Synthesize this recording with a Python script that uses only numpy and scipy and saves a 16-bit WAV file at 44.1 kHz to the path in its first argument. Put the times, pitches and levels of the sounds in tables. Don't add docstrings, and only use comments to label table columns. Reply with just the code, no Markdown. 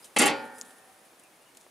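import sys
import numpy as np
from scipy import signal
from scipy.io import wavfile
from scipy.ndimage import uniform_filter1d

SR = 44100
rng = np.random.default_rng(int(sys.argv[2]) if len(sys.argv) > 2 else 0)


def invert_db(level):
    return 10 ** (np.asarray(level, dtype=float) / 20)


def wrap_up_sound(samples):
    columns = np.atleast_2d(samples).T
    tamed = np.clip(columns, -1, 1)
    steps = np.round(tamed * 32767).astype(np.int16)
    wavfile.write(sys.argv[1], SR, steps)


N = 74970

# [t/s, blow level/dB, metal-on-metal chatter level/dB]
CONTACTS = [(0.1628, -1, -19), (0.167, -7.5, -13.5), (0.175, -8.5, -32), (0.186, -20, 0),
            (0.188, -9.5, -3.5), (0.1929, -8.5, -2), (0.196, -0.5, -7.5), (0.202, -4, -16), (0.21, -7, -26),
            (0.217, -7, -8), (0.222, 0, -13.5), (0.23, -9.5, -20), (.238, -8, -20.5), (0.245, -13, -25),
            (0.256, -11, -12.5), (0.26, -19.5, -15), (0.2663, -6, -14), (0.269, -20, -18.5),
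            (0.277, -5.5, -15), (0.297, -13, -30.5), (0.31, -14, -45)]
BLOW_FADE_S, BLOW_RISE_S, CHATTER_FADE_S = 0.0039, 0.0013, 0.0027
CLICKS_PER_S, GRIT_DB = 7000, 2.5

# [level/dB, t60/s]
FRAME_HZ = [188, 233, 254, 297, 394, 436, 479, 524, 592, 764, 816, 840, 875, 915]
FRAME = [(-53.5, 1.36), (-51.5, 1.17), (-51, 1.18), (-41.5, .3), (-50, 0.6), (-53, 1.08), (-49.5, 0.72),
         (-55, 1.1), (-53.5, 1.28), (-56.5, 2.2), (-40.5, 0.32), (-46, 0.93), (-43, 0.75), (-53.5, 0.81)]
# [level/dB, t60/s]
GRATE_HZ = [957, 1126, 1317, 1427, 1558, 1735, 1841, 2250, 2541, 3023, 3493, 3900, 4155, 5118]
GRATE = [(-49, 0.82), (-45, 0.29), (-55.5, 1), (-44.5, 0.86), (-52.5, 1.3), (-54, 1.39), (-52, 1.6),
         (-56.5, 0.86), (-51, 0.39), (-49.5, 0.43), (-59, 0.37), (-61.5, 0.6), (-56, 0.45), (-57, 0.22)]
# [level/dB, t60/s]
LID_HZ = [257, 317, 456, 549, 621, 745, 835, 1082, 1187, 1900, 1939, 2079, 2127, 2287]
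LID = [(-36.5, 0.17), (-35, .2), (-40.5, 0.3), (-40.5, 0.54), (-41.5, 0.28), (-41, 0.46), (-34.5, 0.12),
       (-44.5, 0.48), (-44.5, 0.18), (-54, 0.1), (-38, 0.089), (-40, 0.11), (-40, 0.17), (-47, 0.34)]
# [level/dB, t60/s]
LID_MORE_HZ = [1340, 2394, 2509, 2635, 2771, 3067, 3441, 4430, 4652, 6536, 6625, 7315, 7508, 9260]
LID_MORE = [(-42.5, 0.065), (-46, 0.44), (-42, 0.15), (-36.5, 0.17), (-41, 0.15), (-41, 0.18), (-50, .15),
            (-68, 0.13), (-41.5, 0.25), (-41, 0.13), (-51, 0.073), (-42, 0.097), (-36, 0.094), (-37, 0.015)]
# [f/Hz, level/dB, t60/s]
RIM = [(7400, -13.5, 0.012), (9470, -2, 0.0092), (9280, -6.5, 0.019), (10370, -8, 0.0071),
       (11700, -8.5, 0.011)]
# [f/Hz, level/dB]
PLATE = [(65, -52), (150, -10.5), (260, -8.5), (700, -12.5), (1500, -13.5), (2080, -6.5), (5330, -14),
         (9440, -11.5), (14500, -24)]
# [f/Hz, t60/s]
PLATE_T60 = [(120, 0.2), (400, 0.32), (1000, 0.43), (1900, 0.22), (2500, 0.15), (5000, 0.14), (9000, 0.063),
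             (14000, 0.035)]
# [f/Hz, level/dB, t60/s]
HOLLOW = [(40, -55, 0.2), (88, -70, 1.0), (128, -58, .7)]
FRAME_DB, LID_DB, RIM_DB, PLATE_DB, CRACK_DB = 0.83, 2.14, -28, -25.5, -28
LINGER, LINGER_DB = 3.6, -17
CLANG_S, SETTLED_S = (.17, .3), (.29, .36)
FRAME_SWELL_S = 0.08
WOBBLE_PER_S, LID_WOBBLE_DB, FRAME_WOBBLE_DB, GRATE_WOBBLE_DB = 13, 1, 4.2, 1.2
METAL_LOW_HZ, METAL_TOP_HZ, LID_SIDE_DB = 173, 11700, -11.5

LATCH_S = [
    .613,
    .6145,
    .6194,
    .6243,
    1.5711,
    1.5733,
    1.578,
    1.612,
]
LATCH_DB = [-20.5, -35, -30.5, -47, -48, -39.5, -56.5, -44]
# [f/Hz, level/dB, t60/s]
LATCH = [(6890, 0.5, 0.0035), (4930, -4, 0.0032), (3600, -5, 0.00077), (12800, -15, 0.00098)]
BOUNCE_DULL_DB = -9
# [f/Hz, level/dB, t60/s]
KNOCK = [(590, -52, 0.024), (1080, -46, 0.0097), (1840, -50, 0.0066)]
KNOCK_S = 1.6655

# [t/s, level/dB, fade/s, extra dull level/dB]
BRUSHES = [(0.043, -47, 0.015, -3), (.452, -57.5, 0.016, -40), (.545, -60.5, 0.12, -26),
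           (0.581, -55.5, 0.048, -12), (0.648, -59, 0.029, -10), (0.705, -52.5, 0.0066, -8),
           (0.783, -56, 0.0059, -20), (1.05, -64, 0.036, -18), (1.195, -53, 0.0066, -25),
           (1.2356, -57, 0.0048, -10), (1.548, -59.5, 0.014, -3), (1.5704, -51, 0.0062, -3.5),
           (1.6, -62.5, 0.035, 0)]
# [f/Hz, level/dB per Hz]
BRUSH = [(900, -38), (1600, -13), (3300, -1.5), (5000, -17), (9000, 5.5), (11500, -37), (15500, -43)]
# [t/s, level/dB]
SIZZLE = [(0.0, -62.5), (0.198, -68.5), (0.354, -66.5), (.53, -67.5), (.585, -58), (.64, -67.5),
          (0.738, -64.5), (1.178, -71.5), (1.7, -71.5)]
SIZZLE_HZ, SIZZLE_WIDTH_HZ, DULL_HZ = 9850, 2300, 5250

ECHO_T60_S, ECHO_DB = 0.58, -27.5
# [t/s, length/s, level/dB, start f/Hz, end f/Hz]
BIRD = [
    (.02, 0.029, -55, 5120, 4750),
    (.383, 0.042, -58, 5150, 4860),
    (.535, 0.066, -63, 4900, 5260),
    (1.095, 0.041, -66, 2440, 2320),
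    (1.205, 0.095, -65, 2790, 2423),
    (1.22, 0.073, -66, 2410, 2370),
    (1.29, 0.126, -68, 2270, 2115),
    (1.405, .04, -68, 2610, 2690),
    (1.44, .085, -64.5, 2940, 2820),
    (1.45, 0.12, -71, 2150, 2160),
]
BIRD_WAVER_HZ = 90
# [f/Hz, level/dB per Hz]
GARDEN = [(18, -57), (30, -27.5), (239, -5), (449, -3.5), (569, -2), (2350, -10), (3770, -14.5),
          (10200, -16.5), (16000, -25.5)]
# [t/s, level/dB]
GARDEN_DB = [(0, -55), (.15, -57.5), (.8, -58), (1.7, -59.5)]
# [f/Hz, likeness 0..1]
LIKENESS = [(60, 0.98), (300, 0.99), (1000, 0.57), (3000, 0.5), (8000, 0.87), (14000, 0.99)]
RUMBLE_DB = -90.5

# [from t/s, to t/s, top f/Hz]
TREBLE_TOP = [
    (-.1, .164, 15850),
    (.166, .175, 12000),
    (.175, .181, 10600),
    (.188, .218, 14500),
    (.218, .254, 13300),
    (.254, .608, 15850),
    (.618, 1.8, 15850),
]
LIMIT_DB, RELEASE_DB_PER_S = -8.5, 301
DUCK_S, DUCK_WIDTH_S, DUCK_DB = .1838, .0025, -9


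def rms_one(x):
    return x / np.sqrt(np.mean(x ** 2) + 1e-20)


def at_hz(points, hz):
    table_hz, values = np.transpose(points)
    return np.interp(np.log(hz), np.log(table_hz), values)


def in_time(rows):
    return np.interp(np.arange(N) / SR, *np.transpose(rows))


def band(x, low_hz, high_hz, order=2):
    return signal.sosfilt(signal.butter(order, [low_hz, high_hz], "band", fs=SR, output="sos"), x)


def drift(rate):
    r = np.exp(-80 * np.pi * rate / SR)
    slow = signal.lfilter([1], [1, -2 * r, r * r], rng.standard_normal(N // 40 + 2002))[2000:]
    return np.interp(np.arange(N) / 40, np.arange(len(slow)), rms_one(slow))


def ring(clicks, hz, t60):
    r = invert_db(-60 / (max(t60, 1e-3) * SR))
    w = 2 * np.pi * hz / SR
    return signal.lfilter([0, np.sin(w)], [1, -2 * r * np.cos(w), r * r], clicks + 1e-18)


def bursts(times, levels_db, fades):
    t = np.arange(N) / SR - np.asarray(times)[:, None]
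    fade = np.exp(-np.abs(t) / np.reshape(fades, (-1, 1)))
    return (invert_db(levels_db)[:, None] * (t >= 0) * fade).sum(0)


def banded_noise(spectrum, patchy_db):
    out, edges = 0, 30 * 2 ** np.arange(0, 9.6, .5)
    white = rng.standard_normal((2, 2, N))
    for k, (low, high) in enumerate(zip(edges, edges[1:])):
        mid, side = band(white[k % 2], low, min(high, .45 * SR))
        hz = np.sqrt(low * high)
        alike = np.clip(at_hz(LIKENESS, hz), 0, 1)
        stereo = np.sqrt(1 + alike) * mid + np.sqrt(1 - alike) * side * [[1], [-1]]
        out = out + invert_db(at_hz(spectrum, hz) + patchy_db * drift(25.0)) * stereo
    return rms_one(out)


def contacts():
    s, blow_db, chatter_db = np.transpose(CONTACTS)
    hold = np.exp(-1 / (BLOW_RISE_S * SR))
    blow = signal.lfilter([1 - hold], [1, -hold], bursts(s, blow_db, BLOW_FADE_S))
    chatter = bursts(s, chatter_db, CHATTER_FADE_S)
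    sizes = invert_db(GRIT_DB * np.minimum(rng.exponential(1, (8, N)), 3))
    hits = rng.random((8, N)) < CLICKS_PER_S / SR
    grit = .1 * rms_one(rng.standard_normal((8, N)) * sizes * hits)
    return blow, chatter, grit


def plate_modes(count):
    even = 140 + 13500 * np.linspace(0, 1, count) ** 1.5
    spacing = np.gradient(even)
    level_luck, ring_luck, pitch_luck = rng.normal(0, 1, (3, count))
    hz = even + spacing * pitch_luck / 3
    usual_t60 = at_hz(PLATE_T60, hz)
    db = PLATE_DB + at_hz(PLATE, hz) + 10 * np.log10(spacing / 30 / usual_t60 / 10) + 1.9 * level_luck
    t60 = usual_t60 * np.exp(0.1 * ring_luck)
    db[::3] += LINGER_DB
    t60[::3] *= LINGER
    return list(zip(hz, db, t60))


def named_modes(pitches, table, level_db):
    return [(hz, db + level_db, t60) for hz, (db, t60) in zip(pitches, table)]


def lid(count=480):
    blow, chatter, grit = contacts()
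    modes = plate_modes(count)
    modes += named_modes(FRAME_HZ + GRATE_HZ, FRAME + GRATE, FRAME_DB)
    modes += named_modes(LID_HZ + LID_MORE_HZ, LID + LID_MORE, LID_DB)
    modes += [(hz, db + RIM_DB, t60) for hz, db, t60 in RIM]
    frame_end, grate_end = count + len(FRAME), count + len(FRAME + GRATE)
    landing_s = CONTACTS[0][0]
    since = np.maximum(np.arange(N) / SR - landing_s, 0)
    swell = 1 - np.exp(-(since / FRAME_SWELL_S) ** 2)
    out, deal = np.zeros((2, N)), rng.integers(0, 7, len(modes))
    for n, ((hz, db, t60), k) in enumerate(zip(modes, deal)):
        span = slice(int(landing_s * SR) - 9, int((.36 + 1.2 * t60) * SR))
        bright = 1 / (1 + (4000 / hz) ** 4)
        drive = (1 - bright) * blow[span] + bright * chatter[span]
        tone = ring(grit[k:k + 2, span] * drive, hz, t60)
        if n < count:
            last = int(CLANG_S[1] * SR) - span.start
            share = signal.lfilter([.005], [1, -invert_db(-120 / (t60 * SR))], drive[:last] ** 2).mean()
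            tone = tone * np.sqrt(share) / tone[:, :last].std(1, keepdims=True)
        else:
            lasting = n < grate_end
            wobble_db = FRAME_WOBBLE_DB if n < frame_end else GRATE_WOBBLE_DB if lasting else LID_WOBBLE_DB
            first, last = (int(t * SR) - span.start for t in (SETTLED_S if lasting else CLANG_S))
            tone = tone * invert_db(wobble_db * drift(WOBBLE_PER_S)[span])
            if lasting:
                tone = tone * swell[span]
            tone = tone / tone[:, first:last].std(1, keepdims=True)
        out[:, span] += invert_db(db) * tone
    out += invert_db(CRACK_DB) * band(grit[:2] * chatter, 4500, 12000) * [[1], [1.6]]
    out = band(out, METAL_LOW_HZ, METAL_TOP_HZ, order=5)
    mid, side = out[0], invert_db(LID_SIDE_DB) * out[1]
    air = sum(invert_db(db) * ring(grit[2:4] * blow, hz, t60) for hz, db, t60 in HOLLOW)
    return np.array([mid + side, mid - side]) + air[0] + .5 * air[1] * [[1], [-1]]


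def latch():
    clicks = np.zeros(N)
    clicks[(np.array(LATCH_S) * SR).astype(int)] = invert_db(LATCH_DB)
    bouncing = np.arange(N) > LATCH_S[1] * SR - 2
    dulled = clicks * np.where(bouncing, invert_db(BOUNCE_DULL_DB), 1)
    out = 0
    for k, (hz, db, t60) in enumerate(LATCH):
        out = out + invert_db(db) * ring(dulled if k else clicks, hz, t60) * (-1) ** k
    return signal.lfilter(*signal.butter(3, 2900, "high", fs=SR), out)


def knock():
    click = np.arange(N) == int(KNOCK_S * SR)
    out = sum(invert_db(db) * ring(click, hz, t60) for hz, db, t60 in KNOCK)
    return signal.lfilter(*signal.butter(2, 250, "high", fs=SR), out)


def hand():
    s, db, fade, dull_db = np.transpose(BRUSHES)
    envelopes = [bursts(s, db, fade), bursts(s, db + dull_db, fade)]
    swell, dull = signal.lfilter([.04], [1, -.96], envelopes)
    half = SIZZLE_WIDTH_HZ / 2
    hiss = rms_one(band(rng.standard_normal(N), SIZZLE_HZ - half, SIZZLE_HZ + half))
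    low = rms_one(band(rng.standard_normal(N), 0.57 * DULL_HZ, 1.7 * DULL_HZ))
    grit = invert_db(3.4 * np.clip(drift(330), -2, 2))
    scuffs = grit * (swell * banded_noise(BRUSH, patchy_db=-2.0) + dull * low)
    return scuffs + invert_db(in_time(SIZZLE) + 0.5 + 2.4 * drift(25)) * hiss


def yard(x):
    t = np.arange(SR) / SR
    tail = rng.standard_normal((2, SR)) * invert_db(-60 * t / ECHO_T60_S) * (t > .012)
    tail = signal.lfilter([.25], [1, -.75], tail)
    tail = tail / np.sqrt(np.sum(tail[0] ** 2))
    return invert_db(ECHO_DB) * signal.fftconvolve(x, tail, axes=1)[:, :N]


def bird():
    out, waver = np.zeros(N), BIRD_WAVER_HZ * drift(43)
    for s, length, db, start_hz, end_hz in BIRD:
        size, i = int(length * SR), int(s * SR)
        hz = np.linspace(start_hz, end_hz, size) + waver[i:i + size]
        out[i:i + size] += invert_db(db) * np.hanning(size) * np.sin(2 * np.pi * np.cumsum(hz) / SR)
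    return out * invert_db(np.array([[1.5], [-1.5]]))


def garden():
    rumble = invert_db(RUMBLE_DB) * rms_one(band(rng.standard_normal((2, N)), 20, 90))
    return rumble + invert_db(in_time(GARDEN_DB)) * banded_noise(GARDEN, patchy_db=0.04)


def scene():
    metal = lid() + (latch() + knock()) * invert_db(np.array([[.5], [-.5]]))
    return metal + yard(metal) + hand() + bird() + garden()


def top_cut(x):
    return signal.sosfilt(signal.butter(12, 16300, fs=SR, output="sos"), x)


def record(dry):
    t = np.arange(N) / SR
    over = np.maximum(20 * np.log10(np.abs(dry).max(0) + 1e-9) - LIMIT_DB, 0)
    slope = RELEASE_DB_PER_S * t
    cut_db = uniform_filter1d(np.maximum.accumulate(over + slope) - slope, size=200)
    cut_db = cut_db - DUCK_DB * np.exp(-((t - DUCK_S) / DUCK_WIDTH_S) ** 2)
    mix = dry
    for start, end, top_hz in TREBLE_TOP:
        inside = np.abs(t - (start + end) / 2) < (end - start) / 2
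        busy = uniform_filter1d(1. * inside, size=120)
        low = signal.sosfiltfilt(signal.cheby2(12, 50, 1.035 * top_hz, fs=SR, output="sos"), dry)
        mix = mix + busy * (low - dry)
    return top_cut(mix * invert_db(-cut_db))


dry = scene()
out = record(dry)
wrap_up_sound(out)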